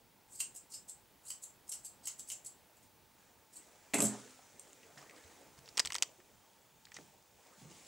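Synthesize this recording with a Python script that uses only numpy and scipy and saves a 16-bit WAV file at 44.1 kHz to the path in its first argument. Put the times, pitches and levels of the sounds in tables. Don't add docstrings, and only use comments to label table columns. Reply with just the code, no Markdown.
import sys
import numpy as np
from scipy import signal
from scipy.fft import rfft, irfft, next_fast_len
from scipy.io import wavfile
from scipy.ndimage import uniform_filter1d

SR = 44100
rng = np.random.default_rng(int(sys.argv[2]) if len(sys.argv) > 2 else 0)


def nominal_scale(level):
    x = np.asarray(level, float) / 20
    return 10 ** x


def bounce(signal):
    frames = np.transpose(np.atleast_2d(signal))
    limited = np.clip(frames, -1, 1)
    pcm = np.round(limited * 32767).astype(np.int16)
    wavfile.write(sys.argv[1], SR, pcm)


N = 347067
SPAN, LEAD = 24576, SR // 10
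HZ = np.fft.rfftfreq(SPAN, 1 / SR)
T = (np.arange(SPAN) - LEAD) / SR

# f/Hz, left-right level/dB
PORT_LEAN = [(60, -4.5), (120, -4), (250, -2.5), (600, -.4), (2000, 0)]


def unit(x):
    return x / np.sqrt(np.mean(x ** 2) + 1e-20)


def along(points, hz):
    f, v = np.transpose(points)
    return np.interp(np.log(hz + 1), np.log(f + 1), v)


def level_curve(times, levels_db):
    return nominal_scale(np.interp(np.arange(N) / SR, times, levels_db, -200, -200))


def bandwidth(t60):
    return np.log(1000) / np.pi / t60


def causal(points):
    cepstrum = irfft(np.log(nominal_scale(along(points, HZ)) + 1e-6))
    half = SPAN // 2 - 1
    fold_forward = np.r_[1, np.full(half, 2), 1, np.zeros(half)]
    return np.exp(rfft(cepstrum * fold_forward))


def resonances(modes, drift=0):
    total = 0
    for k, (hz, width, db) in enumerate(modes):
        centre = hz * (1 + drift * rng.standard_normal())
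        strength = nominal_scale(db + 2.5 * rng.standard_normal())
        damping = 1j * HZ * width
        total = total + (-1) ** k * strength * damping / (centre ** 2 - HZ ** 2 + damping)
    return total


def pair(z, hz, alike):
    turn = np.arccos(np.clip(along(alike, hz), 0, .995)) / 2
    mid, side = z[0] * np.cos(turn), z[1] * np.sin(turn)
    lean = along(PORT_LEAN, hz) / 2
    return np.array([(mid + side) * nominal_scale(lean), (mid - side) * nominal_scale(-lean)])


def rush(spectrum, patchy_db, grain_db, smooth_hz=30000):
    # f/Hz, left-right likeness
    field_likeness = [(50, 0.442), (130, 0.8076), (290, 0.8354), (640, 0.91897), (1410, 0.9333),
                      (3100, 0.94763), (6820, 0.8435), (15000, 0.965)]
    grains = nominal_scale(grain_db * np.repeat(rng.exponential(size=N // 64 + 1), 64)[:N])
    z = signal.stft(grains * rng.standard_normal((2, N)), nperseg=512)[2]
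    patches = uniform_filter1d(rng.standard_normal(z.shape[1:]), size=6, axis=0)
    patches = unit(uniform_filter1d(patches, size=10, axis=1))
    bins = np.fft.rfftfreq(512, 1 / SR)[:, None]
    depth_db = patchy_db / (1 + (bins / smooth_hz) ** 2)
    x = signal.istft(z * nominal_scale(depth_db * patches), nperseg=512)[1][:, :N]
    m = next_fast_len(N)
    hz = np.fft.rfftfreq(m, 1 / SR)
    coloured = rfft(x, m) * nominal_scale(along(spectrum, hz))
    return unit(irfft(pair(coloured, hz, field_likeness), m)[:, :N])


def burst(t60, slide=1e-4, slide_db=0, rough_db=4):
    swell = nominal_scale(slide_db + 20 * T / abs(slide))
    chatter = nominal_scale(-60 * abs(T) / abs(t60))
    grit = nominal_scale(rough_db * np.repeat(rng.standard_normal(SPAN // 32), 32))
    return rfft(np.where(T < 0, swell, chatter) * grit * rng.standard_normal(SPAN))


def add(out, s, sound, db, wet_db, pan_db=0):
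    # f/Hz, t60/s
    room_decay = [(200, 0.40405), (2000, 0.25414), (8000, 0.22755), (14000, 0.14813)]
    # f/Hz, level/dB
    wall_colour = [(100, -1), (1000, 1.5), (3000, -2.5), (5000, -3), (7500, 0), (12000, -5.5)]
    # f/Hz, likeness
    wall_likeness = [(100, .85), (1000, .88), (3000, .85), (6500, .6), (9000, .68), (14000, .8)]
    hz, t, z = signal.stft(rng.standard_normal((2, SR // 2)), SR, nperseg=256)
    decay = nominal_scale(-60 * t / along(room_decay, hz)[:, None])
    tail = signal.istft(z * decay, SR, nperseg=256)[1]
    tail = np.pad(tail / np.linalg.norm(tail[0]), ((0, 0), (200, 0)))
    direct = nominal_scale((along(PORT_LEAN, HZ) + pan_db) / [[2], [-2]])
    walls = nominal_scale(wet_db + along(wall_colour, HZ)) * pair(rfft(tail, SPAN), HZ, wall_likeness)
    x = irfft(sound * (direct + walls))
    piece = out[:, round(s * SR) - LEAD:][:, :SPAN]
    piece += nominal_scale(db) / abs(irfft(sound)).max() * x[:, :piece.shape[1]]


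def steel(shank_db, pivot_db, tone):
    # f/Hz, width/Hz, level/dB
    blade_modes = [(6695.6, 68, -22.5), (7234.1, 105.54, 0), (7400, 33, -42), (7700, 185.2, 4.5),
                   (8370, 214.8, -6), (8560, 191.4, 3.5), (9561.5, 92.5, 2.5), (10194, 36, -10.5),
                   (10517, 401.2, -8.5), (11704, 70.74, -3.5), (13750, 155, -40.5)]
    # f/Hz, width/Hz, level/dB
    shank_modes = [(2050, 131.5, -12), (2876, 337.6, 1), (3300, 372, -10), (3740.7, 639, -15.5)]
    # f/Hz, width/Hz, level/dB
    pivot_modes = [(4400, 600, -1), (5100, 600, 0), (5800, 500, -2)]
    # f/Hz, level/dB per Hz
    dense_modes = [(3240, -20), (5500, -14.5), (6550, -3.5), (7720, 1.5), (8710, -1), (11100, -25),
                   (13100, -12.5), (16000, -31.5)]
    # f/Hz, level/dB
    dull_knock = [(200, -106), (500, -22.5), (1000, -7.5), (2500, -14), (4500, -1.5), (7000, -11),
                  (12000, -61.5)]
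    wash = causal([(1000, -83.5)] + dense_modes)
    blades = nominal_scale(-0.5) * resonances(blade_modes, drift=0.029534)
    blades = blades + resonances([tone])
    pivot = nominal_scale(pivot_db + 9.5) * resonances(pivot_modes, drift=0.05703)
    shanks = resonances(shank_modes, drift=0.00893) + nominal_scale(-6.0) * causal(dull_knock)
    return wash + blades + pivot + nominal_scale(shank_db + 9.0) * shanks


def scissors():
    # t/s, catch level/dB, shank share/dB, pivot share/dB, loudest f/Hz
    closings = [
        (0.4038, -23, -14.5, -15, 8249),
        (0.737, -40, -15.5, -11, 8449),
        (1.3036, -27.5, -11.5, -13, 7853),
        (1.7225, -27.5, -11, -23, 8370),
        (2.0729, -26.5, -12.5, -25, 7796),
        (2.3014, -25.5, -12, -21.5, 7435),
        (2.3184, -28.5, -20, -27, 7529),
        (2.7676, -56.5, -13.5, -16, 7322),
    ]
    # t/s, catch level/dB, shank share/dB, pivot share/dB, loudest f/Hz
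    openings = [
        (0.5617, -39, -29, -20.5, 7694),
        (0.8954, -33.5, -30.5, -18, 8055),
        (1.4355, -34, -25, -15.5, 7521),
        (1.6935, -30.5, -33, -27.5, 8228),
        (1.8485, -40, -34.5, -24, 8068),
        (2.1952, -35.5, -23.5, -18.5, 7776),
        (2.462, -35, -30.5, -22.5, 7903),
        (3.566, -40.5, -26.5, -14.5, 7984),
    ]
    # t/s, peak level/dB, loudest f/Hz, swell/s, handle share/dB
    scrapes = [(0.3301, -46, 8466, 0.03673, -32), (0.359, -41, 8282, 0.036, -28),
               (0.396, -40, 8582, 0.01731, -18), (0.5495, -41.5, 7029, 0.0101, -38),
               (0.704, -51.5, 7258, 0.01321, -26.5), (0.7217, -41.5, 7084, 0.01168, -22),
               (0.7418, -40, 8254, 0.01048, -20.5), (0.748, -37.5, 7990, 0.005, -19.5),
               (0.8853, -42, 7432, 0.00682, -40.5), (1.258, -46.5, 7424, 0.02774, -25.5),
               (1.2681, -42.5, 8080, 0.00972, -22.5), (1.2841, -40, 8312, 0.01147, -29),
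               (1.321, -42, 7895, 0.0061, -22), (1.428, -42, 7917, 0.01285, -34.5),
               (1.68, -47, 7179, 0.0178, -22.5), (1.7173, -32.5, 8370, 0.00403, -24.5),
               (1.737, -35, 8560, 0.00567, -25), (1.858, -38.5, 8054, 0.02402, -31.5),
               (2.041, -48, 6691, 0.01177, -21), (2.0557, -34.5, 8364, 0.00376, -23),
               (2.085, -38.5, 7700, 0.00443, -14.5), (2.187, -42.5, 9595, 0.01357, -38),
               (2.275, -46, 6489, 0.00826, -26), (2.2876, -35.5, 9229, 0.004157, -32.5),
               (2.4482, -41, 7115, 0.00381, -41), (2.834, -57, 6934, 0.0265, -29),
               (3.537, -49, 7400, 0.01696, -24.5), (3.558, -45.5, 8165, 0.0089, -34)]
    # t/s, peak level/dB, handle share/dB, chatter t60/s, loudest f/Hz
    bounces = [
        (3.936, -23.5, 9, 0.0414, 8422),
        (3.9403, -26, -18.5, 0.03823, 5964),
        (3.9407, -20, -11.5, 0.13376, 8400),
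        (3.9835, -24, -17.5, 0.0545, 8560),
        (4.0039, -16.5, -26.5, 0.03136, 8663),
        (4.019, -21, -34.5, 0.1082, 8685),
        (4.0374, -24.5, -47, 0.0731, 7529),
        (4.05, -24.5, -30.5, 0.12654, 7500),
        (4.5953, -37, -51, 0.00585, 8432),
    ]
    # f/Hz, width/Hz, level/dB
    handle_modes = [(2050, 244.5, 0.5), (2414.2, 84, 3), (2598.3, 88.8, 7), (4150, 691.7, -8)]
    # f/Hz, level/dB
    touch_colour = [(300, -26), (1500, -14), (6000, 11.5), (13000, 5)]
    # t/s, peak level/dB, f/Hz, t60/s
    lone_rings = [
        (.739, -43, 4733, 0.1812),
        (0.739, -47, 5163, 0.1697),
        (.893, -54, 4150, 0.0551),
        (1.866, -54.5, 4685, 0.0435),
        (2.463, -54.5, 4238, 0.071),
        (4.04, -32, 10640, 0.06054),
        (4.39, -52, 807, 0.0432),
        (5.752, -58.5, 5800, 0.03363),
        (6.987, -45, 277.3, 0.02538),
    ]
    out = np.zeros((2, N))
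    for strokes, chatter_t60 in ((closings, 0.06498), (openings, 0.07167)):
        for s, db, shank_db, pivot_db, hz in strokes:
            ring = steel(shank_db, pivot_db, (hz, 160, 5))
            click = nominal_scale(shank_db + 6.0) * burst(0.004574) * causal(touch_colour)
            contact = burst(chatter_t60, 0.00586, -4) + 1.1393 * burst(0.001173)
            add(out, s, contact * ring + click, db, wet_db=-2.0)
    for s, db, hz, swell, handle_db in scrapes:
        edges = steel(handle_db, handle_db + 8, (hz, 200, 3))
        add(out, s, burst(0.10937, swell, 0, 2.674) * edges, db, wet_db=-2.5)
    for s, db, handle_db, t60, hz in bounces:
        ring = steel(handle_db - 10.5, -35.5, (hz, 90, 4))
        ring = ring + nominal_scale(handle_db + 8.5) * resonances(handle_modes)
        add(out, s, burst(t60) * ring, db, wet_db=-4.0)
    for s, db, hz, t60 in lone_rings:
        add(out, s, burst(0.01831) * resonances([(hz, bandwidth(t60), 0)]), db, wet_db=-7.0)
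    return out


def table():
    # t/s, peak level/dB, dense share/dB, tilt/dB per octave
    blows = [
        (3.937, -35, 5.5, -8.5),
        (3.94, -28.5, -1.5, 0.5),
        (3.984, -32, 4, -3.5),
        (4.003, -31, 0.5, -1.5),
        (4.024, -28, -3, -6.5),
        (4.044, -35, -2, -3.5),
    ]
    # f/Hz, level/dB, t60/s
    panel_modes = [(122.2, -13, 0.3854), (165, -15.5, 0.09823), (211.21, 1, 0.2548), (255.14, -5.5, 0.9596),
                   (262.72, -4, 0.25), (303.37, -4, 0.13445), (408.39, -1.5, 0.3127), (427.88, -6, 0.1912),
                   (565.07, -5, 0.1687), (676.84, -6, 0.11015), (801.12, -9, 0.2398), (1215.6, -12, 0.1654)]
    # f/Hz, level/dB per Hz
    thud_colour = [(40, -50), (90, -5.5), (250, -3.5), (590, -1.5), (1220, -8), (2300, -14), (3300, -12.5),
                   (6000, -77.5)]
    out = np.zeros((2, N))
    thud = causal(thud_colour)
    for s, db, thud_db, tilt_db in blows:
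        panel = []
        for hz, mode_db, t60 in panel_modes:
            panel.append((hz, bandwidth(t60), mode_db + tilt_db * np.log2(hz / 256)))
        add(out, s, burst(0.000654) * resonances(panel), db, wet_db=-9.0)
        add(out, s, burst(0.10796) * thud, db + thud_db - 1.0, wet_db=-5.5)
    return out


def mount():
    # t/s, peak level/dB, pitch f/Hz, low body/dB
    clack_slips = [(5.773, -23.5, 5588, -34), (5.7776, -21, 3927, -17.5), (5.787, -28, 2448, -15.5),
                   (5.7956, -14, 4866, -55), (5.7998, -16.5, 5075, -17.5), (5.8506, -26.5, 3553, -16),
                   (5.8578, -25, 8196, -23.5), (5.8616, -33.5, 5454, -16.5), (5.8732, -27.5, 4099, -27.5),
                   (5.904, -30.5, 2048, -24.5), (5.906, -34.5, 2079, -3), (5.9233, -33, 3300, -13),
                   (5.9222, -25.5, 5014, -24.5), (5.932, -28.5, 7400, -35.5), (5.9447, -26.5, 8073, -31.5),
                   (5.952, -23, 3967, -25), (5.9543, -21.5, 2414, -14), (5.9625, -27, 5703, -26.5),
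                   (5.984, -30, 5086, -24), (6.0245, -9, 6739, -24.5), (6.0243, -34, 3102, -20.5),
                   (6.0319, -21, 4591, -23.5)]
    # t/s, peak level/dB, pitch f/Hz, low body/dB, chatter t60/s
    tap_slips = [(4.678, -52.5, 8005, -34.5, 0.00961), (4.7065, -57, 2710, -28, 0.01524),
                 (4.7315, -43.5, 8553, -15, 0.0095), (4.8316, -52.5, 2430, -15, 0.1448),
                 (4.9749, -45.5, 2346, -5.5, 0.177), (4.98, -48.5, 5110, -20, 0.2335),
                 (5.015, -49.5, 5420, -18, 0.0954), (5.0274, -56.5, 2388, -23.5, 0.04515),
                 (5.0966, -46, 2050, -27.5, 0.03226), (5.11, -48.5, 2003, -20.5, 0.0218),
                 (5.164, -51, 4803, -22, 0.0201), (5.175, -54.5, 1903, -21.5, 0.0771),
                 (5.2393, -54.5, 3539, -24, .02), (5.5785, -53, 4773, -28.5, 0.08),
                 (5.659, -49.5, 5105, -26.5, 0.0782), (5.678, -46.5, 2996, -11, 0.0213),
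                 (5.689, -41, 4955, -17.5, 0.03608), (6.2024, -51.5, 1523, -6.5, 0.0595),
                 (6.534, -56.5, 9495, -40, .008), (6.8535, -43.5, 4250, -20, 0.0205),
                 (6.8694, -52, 2070, -8.5, 0.02935), (6.8853, -53, 5062, -10, .05),
                 (6.9187, -45.5, 2044, -15, 0.03307), (6.9435, -41, 6270, -16, .03),
                 (6.95, -46, 5472, -18.5, 0.1223), (6.9655, -44.5, 5000, -29, .03),
                 (6.9673, -36.5, 1892, -18, 0.0362), (6.9875, -49, 1500, 0, 0.02005)]
    # f/Hz, level/dB per Hz
    crack_colour = [(200, -48.5), (880, -20), (1500, -12.5), (1930, 1), (4110, -5), (4520, -3.5),
                    (4930, -3), (8070, -4), (10000, -21), (13000, -30), (22000, -120)]
    # f/Hz, level/dB
    shell_colour = [(80, -49), (250, -13), (500, -9.5), (1000, 2.5), (1800, 5), (3000, -0.5), (6000, -73.5)]
    # f/Hz, level/dB
    edge_colour = [(3000, -71.5), (6000, -28.5), (9000, -15.5), (13000, -22.5), (16000, -16.5)]
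    out = np.zeros((2, N))
    crack, shell, edge = causal(crack_colour), causal(shell_colour), causal(edge_colour)
    clacks = [(*row, 0.02) for row in clack_slips]
    # sharp edge/dB, own pitch/dB, its width over its frequency
    kinds = ((clacks, -21, 6, 0.1224), (tap_slips, -41.5, 11.67, 0.2624))
    for slips, sharp_db, pitch_db, relative_width in kinds:
        for s, db, hz, low_db, t60 in slips:
            own = 1 + resonances([(hz, relative_width * hz, pitch_db)])
            body = crack * own + nominal_scale(low_db + 14.5) * shell + nominal_scale(sharp_db + 15.5) * edge
            chatter = burst(t60, 0.0010791, 11.027, rough_db=1.5)
            release = 1.6844 * burst(0.003, 0.0004899, -9.5)
            add(out, s, (chatter + release) * body, db + 1.5, wet_db=-21, pan_db=rng.normal(0, 1))
    return out


def thumps():
    # t/s, peak level/dB, f/Hz, t60/s
    knocks = [(4.4, -69.5, 264, 0.178), (4.967, -59, 145.7, 0.1659), (5.239, -61.5, 87.22, 0.1388),
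              (5.582, -56.5, 139.4, 0.2126), (5.619, -65, 133.5, 0.0629), (5.85, -53, 90.14, 0.0918),
              (6.188, -58, 325, 0.01438), (6.966, -59.5, 140, 0.1267), (6.995, -56, 136.6, 0.1356),
              (7.578, -61, 191.6, 0.1396), (7.62, -53, 169.4, 0.0561), (7.648, -48.5, 149.3, 0.084),
              (7.708, -51.5, 165, 0.0359)]
    out = np.zeros((2, N))
    for s, db, hz, t60 in knocks:
        soft = resonances([(hz, bandwidth(t60), 0)]) / (1 + 1j * HZ / 500)
        add(out, s, burst(.06, .008, 0, rough_db=1) * soft, db, wet_db=-4.0)
    return out


def sleeve():
    # f/Hz, level/dB per Hz
    fold_colour = [(88, -43.5), (150, -19.5), (304, -1), (367, -4.5), (443, 0), (661, -3.5), (2500, -12),
                   (3250, -47), (5500, -120)]
    # f/Hz, level/dB per Hz
    brush_colour = [(710, -19), (1200, -8), (2410, -1.5), (2820, -1), (3960, -0.5), (4360, -2.5), (7230, 4),
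                    (10600, -7.5), (15000, -38)]
    # t/s, brush level/dB, rise/s and fall/s per 20 dB, fold over brush/dB
    movements = [(3.2, -72.5, 0.1958, 1, 1.5), (3.564, -68.5, 0.1147, -7.3231, 1),
                 (3.9, -75, 0.204, 8.5, -23.5), (4.131, -54.5, 0.2502, 0.4011, -2),
                 (4.394, -72.5, 0.0254, -7.5, -6), (4.63, -74.5, 0.03, 2, 3),
                 (4.977, -60.5, 0.00629, 0.1178, 4), (5.03, -66, 0.1034, -0.1498, 2.5),
                 (5.17, -66.5, 0.0595, 0.0619, 7), (5.3, -66.5, 0.894, 0.5, 5),
                 (5.592, -56.5, 0.01583, 0, -1.5), (5.69, -68.5, 0.0914, -0.6106, -17),
                 (5.76, -67, 0.0232, -0.6857, 4), (6.05, -75, 2.306, -0.0031, -22.5),
                 (6.962, -63, 0.0735, -0.2967, -3), (7.45, -69, 0.315, 1.63, 1),
                 (7.005, -68, 0.0263, 0.1966, -12.5), (7.6, -63.5, 0.08, 0.2558, -6.5),
                 (7.715, -59.5, 0.0516, -0.0419, -5), (7.748, -61.5, 0.0881, -3.2252, -8),
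                 (7.87, -57.5, 0.01584, -2, -6.5)]
    fold = rush(fold_colour, 3.704, 0.6254)
    brush = rush(brush_colour, 1.5, 1.2)
    s, db, rise, fall, fold_db = np.transpose(movements)[:, :, None]
    since = np.arange(N) / SR - s
    effort = nominal_scale(db - 20 * np.where(since < 0, -since / abs(rise), since / abs(fall)))
    fold_gain = np.linalg.norm(effort * nominal_scale(fold_db), axis=0)
    brush_gain = np.linalg.norm(effort, axis=0)
    return fold_gain * fold + brush_gain * brush


def lens_motor():
    # t/s, f/Hz, level/dB
    motor_run = [
        (6.3, 3070, -81),
        (6.38, 3150, -74.5),
        (6.65, 3400, -73.5),
        (6.85, 3660, -74),
    ]
    t = np.arange(N) / SR
    times, pitches, levels_db = np.transpose(motor_run)
    pulses = np.sin(np.pi * 25 * (t - .003)) ** 6
    phase = 2 * np.pi * np.cumsum(np.interp(t, times, pitches)) / SR
    return level_curve(times, levels_db) * pulses * np.sin(phase)


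def air():
    # f/Hz, level/dB per Hz
    flow_colour = [(15, -43), (25, -12), (97, -3), (300, -6.5), (818, -8.5), (1190, -13), (3340, -16.5),
                   (16000, -22)]
    # t/s, level/dB
    flow_level = [
        (0.0, -67.5),
        (2.2, -65),
        (2.87, -66),
        (3.99, -70),
        (5.96, -65),
        (6.2, -68.5),
        (7.87, -69),
    ]
    # f/Hz, level/dB per Hz
    duct_colour = [(600, -120), (800, -11), (890, -3.5), (960, -10), (1200, -120)]
    # f/Hz, level/dB per Hz
    circuit_colour = [(13000, -120), (14100, -15), (14400, -4), (14900, 2.5), (15200, 1), (16500, -120)]
    # f/Hz, rms level/dB
    whine_lines = [(15525, -89.5), (15574, -89), (15625, -82), (15676, -84.5), (15725, -87.5)]
    t = np.arange(N) / SR
    whine = sum(nominal_scale(db + 1.5) * np.sin(2 * np.pi * (hz * t + rng.random())) for hz, db in whine_lines)
    duct = nominal_scale(-78.5) * rush(duct_colour, 1.0, 0)
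    hiss = nominal_scale(-80) * rush(circuit_colour, 0.37, 0)
    flow = rush(flow_colour, 1.6, .3, smooth_hz=1500)
    return level_curve(*np.transpose(flow_level)) * flow + duct + hiss + whine


def scene():
    return scissors() + table() + mount() + thumps() + sleeve() + lens_motor() + air()


def low_pass(x):
    return signal.sosfilt(signal.butter(12, 16620, fs=SR, output="sos"), x)


def record(dry):
    # f/Hz, level/dB
    band_limit = [(15750, 0), (15950, -30), (16600, -45)]
    m = next_fast_len(N)
    gain = nominal_scale(along(band_limit, np.fft.rfftfreq(m, 1 / SR)))
    mix = irfft(rfft(dry, m) * gain, m)[:, :N]
    return low_pass(mix)


dry = scene()
out = record(dry)
bounce(out)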